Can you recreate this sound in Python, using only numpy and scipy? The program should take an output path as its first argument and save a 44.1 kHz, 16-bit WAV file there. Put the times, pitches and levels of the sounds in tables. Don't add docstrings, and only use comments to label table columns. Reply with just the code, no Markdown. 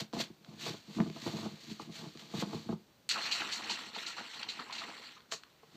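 import sys
import numpy as np
from scipy import signal
from scipy.fft import rfft, irfft
from scipy.io import wavfile

SR = 44100
rng = np.random.default_rng(int(sys.argv[2]) if len(sys.argv) > 2 else 0)


def natural_amplitude(level_db):
    exponent = np.asarray(level_db, float) / 20
    return 10 ** exponent


def master(y):
    cut = np.clip(np.atleast_2d(y).T, -1, 1)
    pcm = np.round(cut * 32767)
    wavfile.write(sys.argv[1], SR, pcm.astype(np.int16))


N = 254093

# start_s, low_modes_db, upper_modes_db
KNOCKS = [(0.133, -29, -31), (0.165, -32, -34.5), (0.176, -29, -53), (0.199, -30, -34), (0.299, -38.5, -55),
          (0.479, -42, -63), (0.664, -56, -33), (0.74, -37, -41), (0.894, -40.5, -54), (0.965, -24.5, -55),
          (0.984, -22, -34), (0.996, -15.5, -42), (1.001, -30, -28), (1.019, -21, -40), (1.059, -31, -44),
          (1.071, -28, -49), (1.097, -31.5, -44), (1.162, -35.5, -39.5), (1.226, -35, -74),
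          (1.263, -23.5, -29.5), (1.274, -25.5, -30), (1.335, -28.5, -42), (1.385, -52, -38),
          (1.46, -31, -34.5), (1.68, -37.5, -63), (1.699, -40.5, -50), (1.712, -32.5, -63),
          (1.797, -38.5, -37), (1.815, -39.5, -50), (1.874, -39, -64), (1.891, -35.5, -48),
          (2.038, -46, -53), (2.151, -38.5, -51.5), (2.338, -25.5, -35), (2.423, -23.5, -24.5),
          (2.467, -33.5, -56), (2.531, -29.5, -34.5), (2.543, -27, -38), (2.659, -33, -58),
          (2.69, -21, -30.5), (2.707, -29.5, -65), (2.725, -23.5, -34), (5.321, -52, -36.5),
          (5.336, -52.5, -39.5), (5.631, -59, -45.5)]
# pitch_hz, relative_level_db, t60_s
CUP_MODES = [(130.3, 7, 0.083), (165.4, 4.5, 0.097), (213.6, 3, 0.12), (316.5, 6.5, 0.04),
             (368.5, 0.5, 0.071), (451.5, -9.5, 0.054), (659, -7.5, 0.03), (873, -10, 0.038),
             (982, -8.5, 0.023), (1190, -5, 0.013), (1530, -24.5, 0.059)]
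# frequency_hz, density_db (per Hz)
SPRAY_SPECTRUM = [(710, -3.5), (1200, -9.5), (1390, 5.5), (1690, -6.5), (2860, 3), (3430, -1.5), (4340, 7),
                  (5040, -6.5), (7330, -8), (9570, -32), (12100, -30), (15500, -36.5)]


def rms_one(x):
    return x / np.sqrt(np.mean(x ** 2) + 1e-20)


def band_filter(x, order, hz, kind):
    return signal.sosfilt(signal.butter(order, hz, kind, fs=SR, output="sos"), x)


def in_time(rows):
    s, *columns = np.transpose(rows)
    now = np.arange(N) / SR
    return [natural_amplitude(np.interp(now, s, column, left=-150, right=-150)) for column in columns]


def swells(times, peak_db, rise_s, fade_s):
    now = np.arange(0, N, 16) / SR
    age = now - np.reshape(times, (-1, 1))
    span = np.where(age < 0, np.reshape(rise_s, (-1, 1)), np.reshape(fade_s, (-1, 1)))
    span = np.maximum(span, .002)
    power = natural_amplitude(np.reshape(peak_db, (-1, 1)) - 20 * np.abs(age) / span) ** 2
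    return np.interp(np.arange(N) / SR, now, np.sqrt(power.sum(axis=0)))


def bursts(times, peak_db, t60, rise_share):
    out, age = np.zeros(N + SR), np.arange(SR // 4) / SR
    for s, db, fade in zip(times, peak_db, np.clip(t60, .003, .4)):
        shape = natural_amplitude(-60 * age / fade) * (1 - np.exp(-age / (rise_share * fade)))
        out[round(s * SR):][:len(age)] += natural_amplitude(db) * shape / shape.max()
    return out[:N]


def colour(x, points):
    hz, db = np.transpose(points)
    grid_hz = np.linspace(1, SR / 2, 2049)
    curve_db = np.interp(np.log(grid_hz), np.log(hz), np.maximum(db, -90))
    cepstrum = irfft(curve_db * np.log(10) / 20)
    cepstrum[1:2048] *= 2
    cepstrum[2049:] = 0
    return signal.fftconvolve(x, irfft(np.exp(rfft(cepstrum))))[:N]


def drift(rate):
    r = np.exp(-2 * np.pi * rate / SR)
    noise = rng.standard_normal(N + SR)
    return rms_one(signal.lfilter([1], [1, -2 * r, r * r], noise)[SR:])


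def ring(impulses, hz, t60):
    r, w = natural_amplitude(-60 / (max(t60, .002) * SR)), 2 * np.pi * hz / SR
    return signal.lfilter([0, np.sin(w)], [1, -2 * r * np.cos(w), r * r], impulses + 1e-18)


def ring_modes(impulses, modes):
    return sum(natural_amplitude(db) * ring(impulses, hz, t60) * (-1) ** k for k, (hz, db, t60) in enumerate(modes))


def grains(per_s, spread_db):
    sizes = natural_amplitude(spread_db * np.minimum(rng.exponential(1, N), 5)) * rng.choice([-1, 1], N)
    return sizes * (rng.random(N) < per_s / SR)


def house_air():
    # frequency_hz, density_db (per Hz)
    air_spectrum = [(25, -36), (60, -16.5), (150, -7), (300, -11), (750, -16.5), (2000, -22.5),
                    (4400, -20.5), (8000, -30.5), (10000, -38.5), (15500, -27.5)]
    level_db = -66.5 + 0.13 * drift(3.9)
    return natural_amplitude(level_db) * rms_one(colour(rng.standard_normal(N), air_spectrum))


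def skin_rub(rub_gain):
    # frequency_hz, density_db (per Hz)
    rub_spectrum = [(710, -19), (1860, -9), (3320, -6), (4380, -1.5), (5090, -10), (5730, -11), (7330, -14),
                    (9890, -32), (14700, -26), (15500, -39.5)]
    rub = rms_one(colour(grains(9000, spread_db=0.0), rub_spectrum))
    rub = rub * rub_gain * natural_amplitude(1.34 * drift(82))
    treble = band_filter(rub, 4, 8800, "high")
    brightening = (rub_gain / natural_amplitude(-52)) ** 0.023
    return rub + treble * (brightening - 1)


def pressed_cup(rub_gain, pressure):
    knock_s, _, upper_db = np.transpose(KNOCKS)
    rub_share = 0.067
    creak = natural_amplitude(-4) * rub_gain ** rub_share * pressure ** (1 - rub_share)
    creak = creak + swells(knock_s, upper_db - 10.5, 0.006, 0.02)
    pushes = grains(180, spread_db=3.5) * pressure
    creaks = grains(1500, spread_db=4.0) * creak
    return natural_amplitude(-10) * ring_modes(pushes, CUP_MODES[:6]) + natural_amplitude(-8.5) * ring_modes(creaks, CUP_MODES[5:])


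def hands():
    # peak_s, rubbing_db, rise_ms and fade_ms (for 20 dB, at least 2 ms), pressure_db
    slides = [(0.004, -38, 32, 37, -43.5), (0.135, -47.5, -2, 154, -47.5), (0.213, -31, 35, 20, -59),
              (0.238, -48, 30, 46, -68), (0.487, -63.5, 109, 326, -57.5), (0.613, -45.5, 39, 210, -68),
              (0.674, -39.5, 92, 93, -42.5), (0.87, -61, 38, 323, -61), (0.951, -53, 125, 425, -55.5),
              (1.165, -51.5, 55, 380, -67), (1.265, -45, 106, 196, -55), (1.39, -48, 280, 240, -47),
              (1.458, -56.5, 192, 51, -43.5), (1.64, -55.5, 228, 280, -64), (1.715, -50, 91, 111, -69),
              (1.821, -51.5, 75, 90, -60), (1.946, -47.5, 52, 257, -68), (2.065, -61, 228, 46, -47.5),
              (2.206, -53.5, 96, 201, -56), (2.37, -47, 105, 131, -46.5), (2.412, -38.5, 59, 26, -64),
              (2.536, -51, 248, 226, -50), (2.732, -59, 380, 17, -74), (5.755, -63.5, 166, 50, -65.5)]
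    s, rub_db, rise_ms, fade_ms, press_db = np.transpose(slides)
    rise_s, fade_s = rise_ms / 1000, fade_ms / 1000
    rub_gain = swells(s, rub_db, rise_s, fade_s)
    pressure = swells(s, press_db, rise_s, fade_s)
    return skin_rub(rub_gain) + pressed_cup(rub_gain, pressure)


def clicks():
    # start_s, peak_db, upper_cutoff_hz
    contacts = [(0.129, -38, 4770), (0.447, -42, 4430), (1.0026, -27, 3130), (1.1, -35, 4930),
                (1.8137, -48, 4530), (2.1735, -36, 5250), (2.195, -39, 4470), (2.4253, -32.5, 3420),
                (3.0913, -19.5, 8300), (3.3135, -28, 5000), (4.432, -29, 4400), (5.205, -45.5, 4400),
                (5.316, -31.5, 4750), (5.322, -23, 4570), (5.3358, -32, 5160), (5.435, -40, 5100)]
    out, age = np.zeros(N + SR), np.arange(SR // 40) / SR
    noise = rng.standard_normal((len(contacts), len(age)))
    for (s, db, cut_hz), crackle in zip(contacts, noise):
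        contact = (age == 0) + .25 * crackle * natural_amplitude(-60 * age / .012)
        click = band_filter(contact, 3, [0.22 * cut_hz, cut_hz], "band")
        out[round(s * SR):][:len(age)] += natural_amplitude(db) * click / np.abs(click).max()
    return out[:N]


def knocks():
    hz, db, t60 = np.transpose(CUP_MODES)[:, :, None]
    mode = np.arange(len(CUP_MODES))[:, None]
    low = mode < 5
    out, age = np.zeros(N + SR), np.arange(SR // 5) / SR
    share = natural_amplitude(db) / np.where(low, np.linalg.norm(natural_amplitude(db[:5])), np.linalg.norm(natural_amplitude(db[5:])))
    swell = np.where(hz < 200, 1 - np.exp(-(age * hz / 1.7) ** 2), 1)
    decay = share * swell * natural_amplitude(-60 * age / t60) * (-1) ** mode
    grips = rng.standard_normal((len(KNOCKS), 2, len(CUP_MODES), 1))
    for (s, low_db, upper_db), (strength, pitch) in zip(KNOCKS, grips):
        gain = natural_amplitude(np.where(low, low_db, upper_db) + 2 * strength)
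        sines = np.sin(2 * np.pi * hz * (1 + .04 * pitch) * age)
        out[round(s * SR):][:len(age)] += np.sum(gain * decay * sines, axis=0)
    return band_filter(out[:N], 2, 1500, "low")


def jolts():
    s, low_db, _ = np.transpose(KNOCKS)
    jolt_hz = 55.7
    blows = np.zeros(N)
    blows[np.round(s * SR).astype(int)] = natural_amplitude(low_db - 23.5)
    return band_filter(ring(blows, jolt_hz, 0.093), 2, [jolt_hz * 1.17, 2 * jolt_hz], "band")


def bubbles(per_s, low_hz, high_hz, cycles):
    born = grains(per_s * natural_amplitude(5.0 * drift(25)), spread_db=0.5)
    size = rng.integers(0, 16, N)
    pitches = np.geomspace(low_hz, high_hz, 16)
    return rms_one(sum(ring(born * (size == k), hz, cycles / hz) for k, hz in enumerate(pitches)))


def patchy(x):
    edges_hz = [900, 1500, 2200, 3100, 4000, 5100, 7000, 10000, 18000]
    return sum(natural_amplitude(1.8 * drift(14)) * band_filter(x, 2, pair, "band")
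               for pair in zip(edges_hz, edges_hz[1:]))


def spray():
    # time_s, level_db
    vigour_curve = [(3.09, -41), (3.26, -40), (3.305, -40), (3.38, -39.5), (3.8, -44), (3.92, -54.5),
                    (3.96, -42.5), (4.18, -47.5), (4.24, -51), (4.3, -45.5), (4.43, -46.5), (4.46, -53.5),
                    (4.61, -48), (4.67, -55.5), (4.75, -45), (5.12, -52.5), (5.28, -79), (5.33, -44),
                    (5.4, -68), (5.66, -74.5), (5.76, -70)]
    vigour, = in_time(vigour_curve)
    patter = grains(3500 * natural_amplitude(4.0 * drift(36)), spread_db=2.0)
    patter = rms_one(patchy(colour(patter, SPRAY_SPECTRUM)))
    fizz = bubbles(700, 1800, 4700, cycles=18.0)
    return vigour * (natural_amplitude(-3.0) * patter + natural_amplitude(-5) * fizz)


def sloshes():
    # gurgle_peak_s, gurgle_db, surge_db, fade_s (for 20 dB)
    strokes = [(3.164, -43, -54, 0.37), (3.413, -40, -51, 0.14), (3.592, -46.5, -53.5, 0.3),
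               (3.699, -60, -54, 0.6), (3.968, -45, -50.5, 0.02), (4.189, -43, -54, 0.07),
               (4.36, -53, -60, 1), (4.591, -47.5, -55.5, 0.09), (4.699, -52.5, -76, 0.26),
               (4.821, -50.5, -52, 0.1), (4.893, -46.5, -54, 0.07), (4.975, -56, -58.5, 0.1)]
    s, gurgle_db, surge_db, fade_s = np.transpose(strokes)
    gurgle = swells(s, gurgle_db, 0.029, fade_s)
    surge = swells(s + 0.011, surge_db, 0.074, fade_s)
    gurgling = band_filter(bubbles(250, 760, 1920, cycles=9.4), 3, 640, "high")
    return gurgle * gurgling + surge * bubbles(150, 215, 522, cycles=23.5)


def slaps():
    # start_s, body_db (nominal peak), treble_db (rms at the crest), t60_s
    slap_rows = [(3.093, -25, -36.5, 0.13), (3.112, -22.5, -49, 0.031), (3.232, -33.5, -56, 0.18),
                 (3.313, -26, -42, 0.19), (3.515, -35, -41, 0.18), (3.6934, -26.5, -43.5, 0.16),
                 (3.946, -36, -54, 0.14), (4.06, -34, -47, 0.17), (4.1694, -39.5, -66, 0.23),
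                 (4.4285, -28.5, -71, 0.051), (4.485, -31.5, -50.5, 0.15), (4.594, -36, -71, 0.067),
                 (4.723, -35.5, -52, 0.097), (4.749, -37.5, -63, 0.12), (4.781, -34.5, -55, 0.13),
                 (5.3126, -62, -40, 0.12)]
    s, peak_db, treble_db, t60 = np.transpose(slap_rows)
    drops = colour(grains(6000, spread_db=2.2), SPRAY_SPECTRUM)
    body = band_filter(drops, 4, [1700, 5100], "band")
    treble = band_filter(drops, 4, 5100, "high")
    crest = 2.5
    return (rms_one(body) / crest * bursts(s, peak_db, t60, rise_share=0.018)
            + rms_one(treble) * bursts(s, treble_db, t60, rise_share=0.16))


def glugs():
    # start_s, level_db (before swell and decay), starting_pitch_hz
    large_bubbles = [(3.161, -23.5, 1316), (3.401, -32, 1430), (3.419, -29, 1440), (3.7, -31, 926),
                     (4.169, -38, 1070), (4.593, -32, 1330), (4.697, -35, 960), (4.816, -34, 1190),
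                     (4.976, -44, 1190), (5.167, -44, 1190)]
    out, age = np.zeros(N + SR), np.arange(SR // 10) / SR
    chances = rng.standard_normal((len(large_bubbles), 3, 2))
    for (s, db, hz), draws in zip(large_bubbles, chances):
        for k, (detune, lag) in enumerate(draws):
            cycles = hz * (1 + .12 * detune * (k > 0)) * age
            shape = natural_amplitude(db - 2.83 * cycles - 1.3 * k) * (1 - np.exp(-cycles / 0.61))
            at = round((s + .004 * abs(lag) * k) * SR)
            out[at:][:len(age)] += shape * np.sin(2 * np.pi * (cycles + 0.0034 * cycles ** 2))
    return out[:N]


def room(x):
    age, t60_s = np.arange(SR // 2) / SR, 0.17
    tail = rng.standard_normal(len(age)) * natural_amplitude(-60 * age / t60_s) * (age > .004)
    tail = signal.lfilter([.5], [1, -.5], tail)
    return signal.fftconvolve(x, tail / np.sqrt(np.sum(tail ** 2)))[:N]


def scene():
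    cup = hands() + clicks() + knocks() + spray() + sloshes() + slaps() + glugs()
    cup = band_filter(cup, 4, 109, "high")
    return (house_air() + jolts() + cup + natural_amplitude(-13.5) * room(cup))[None]


def roll_off(x):
    return signal.sosfilt(signal.butter(12, 15800, fs=SR, output="sos"), x)


def record(dry):
    dip_hz, dip_width_hz, dip_depth = 5080, 200, .9
    b, a = signal.iirpeak(dip_hz, dip_hz / dip_width_hz, fs=SR)
    mix = dry - dip_depth * signal.lfilter(b, a, dry)
    mix = signal.sosfilt(signal.cheby2(12, 50, 15900, fs=SR, output="sos"), mix)
    return roll_off(mix)


dry = scene()
out = record(dry)
master(out)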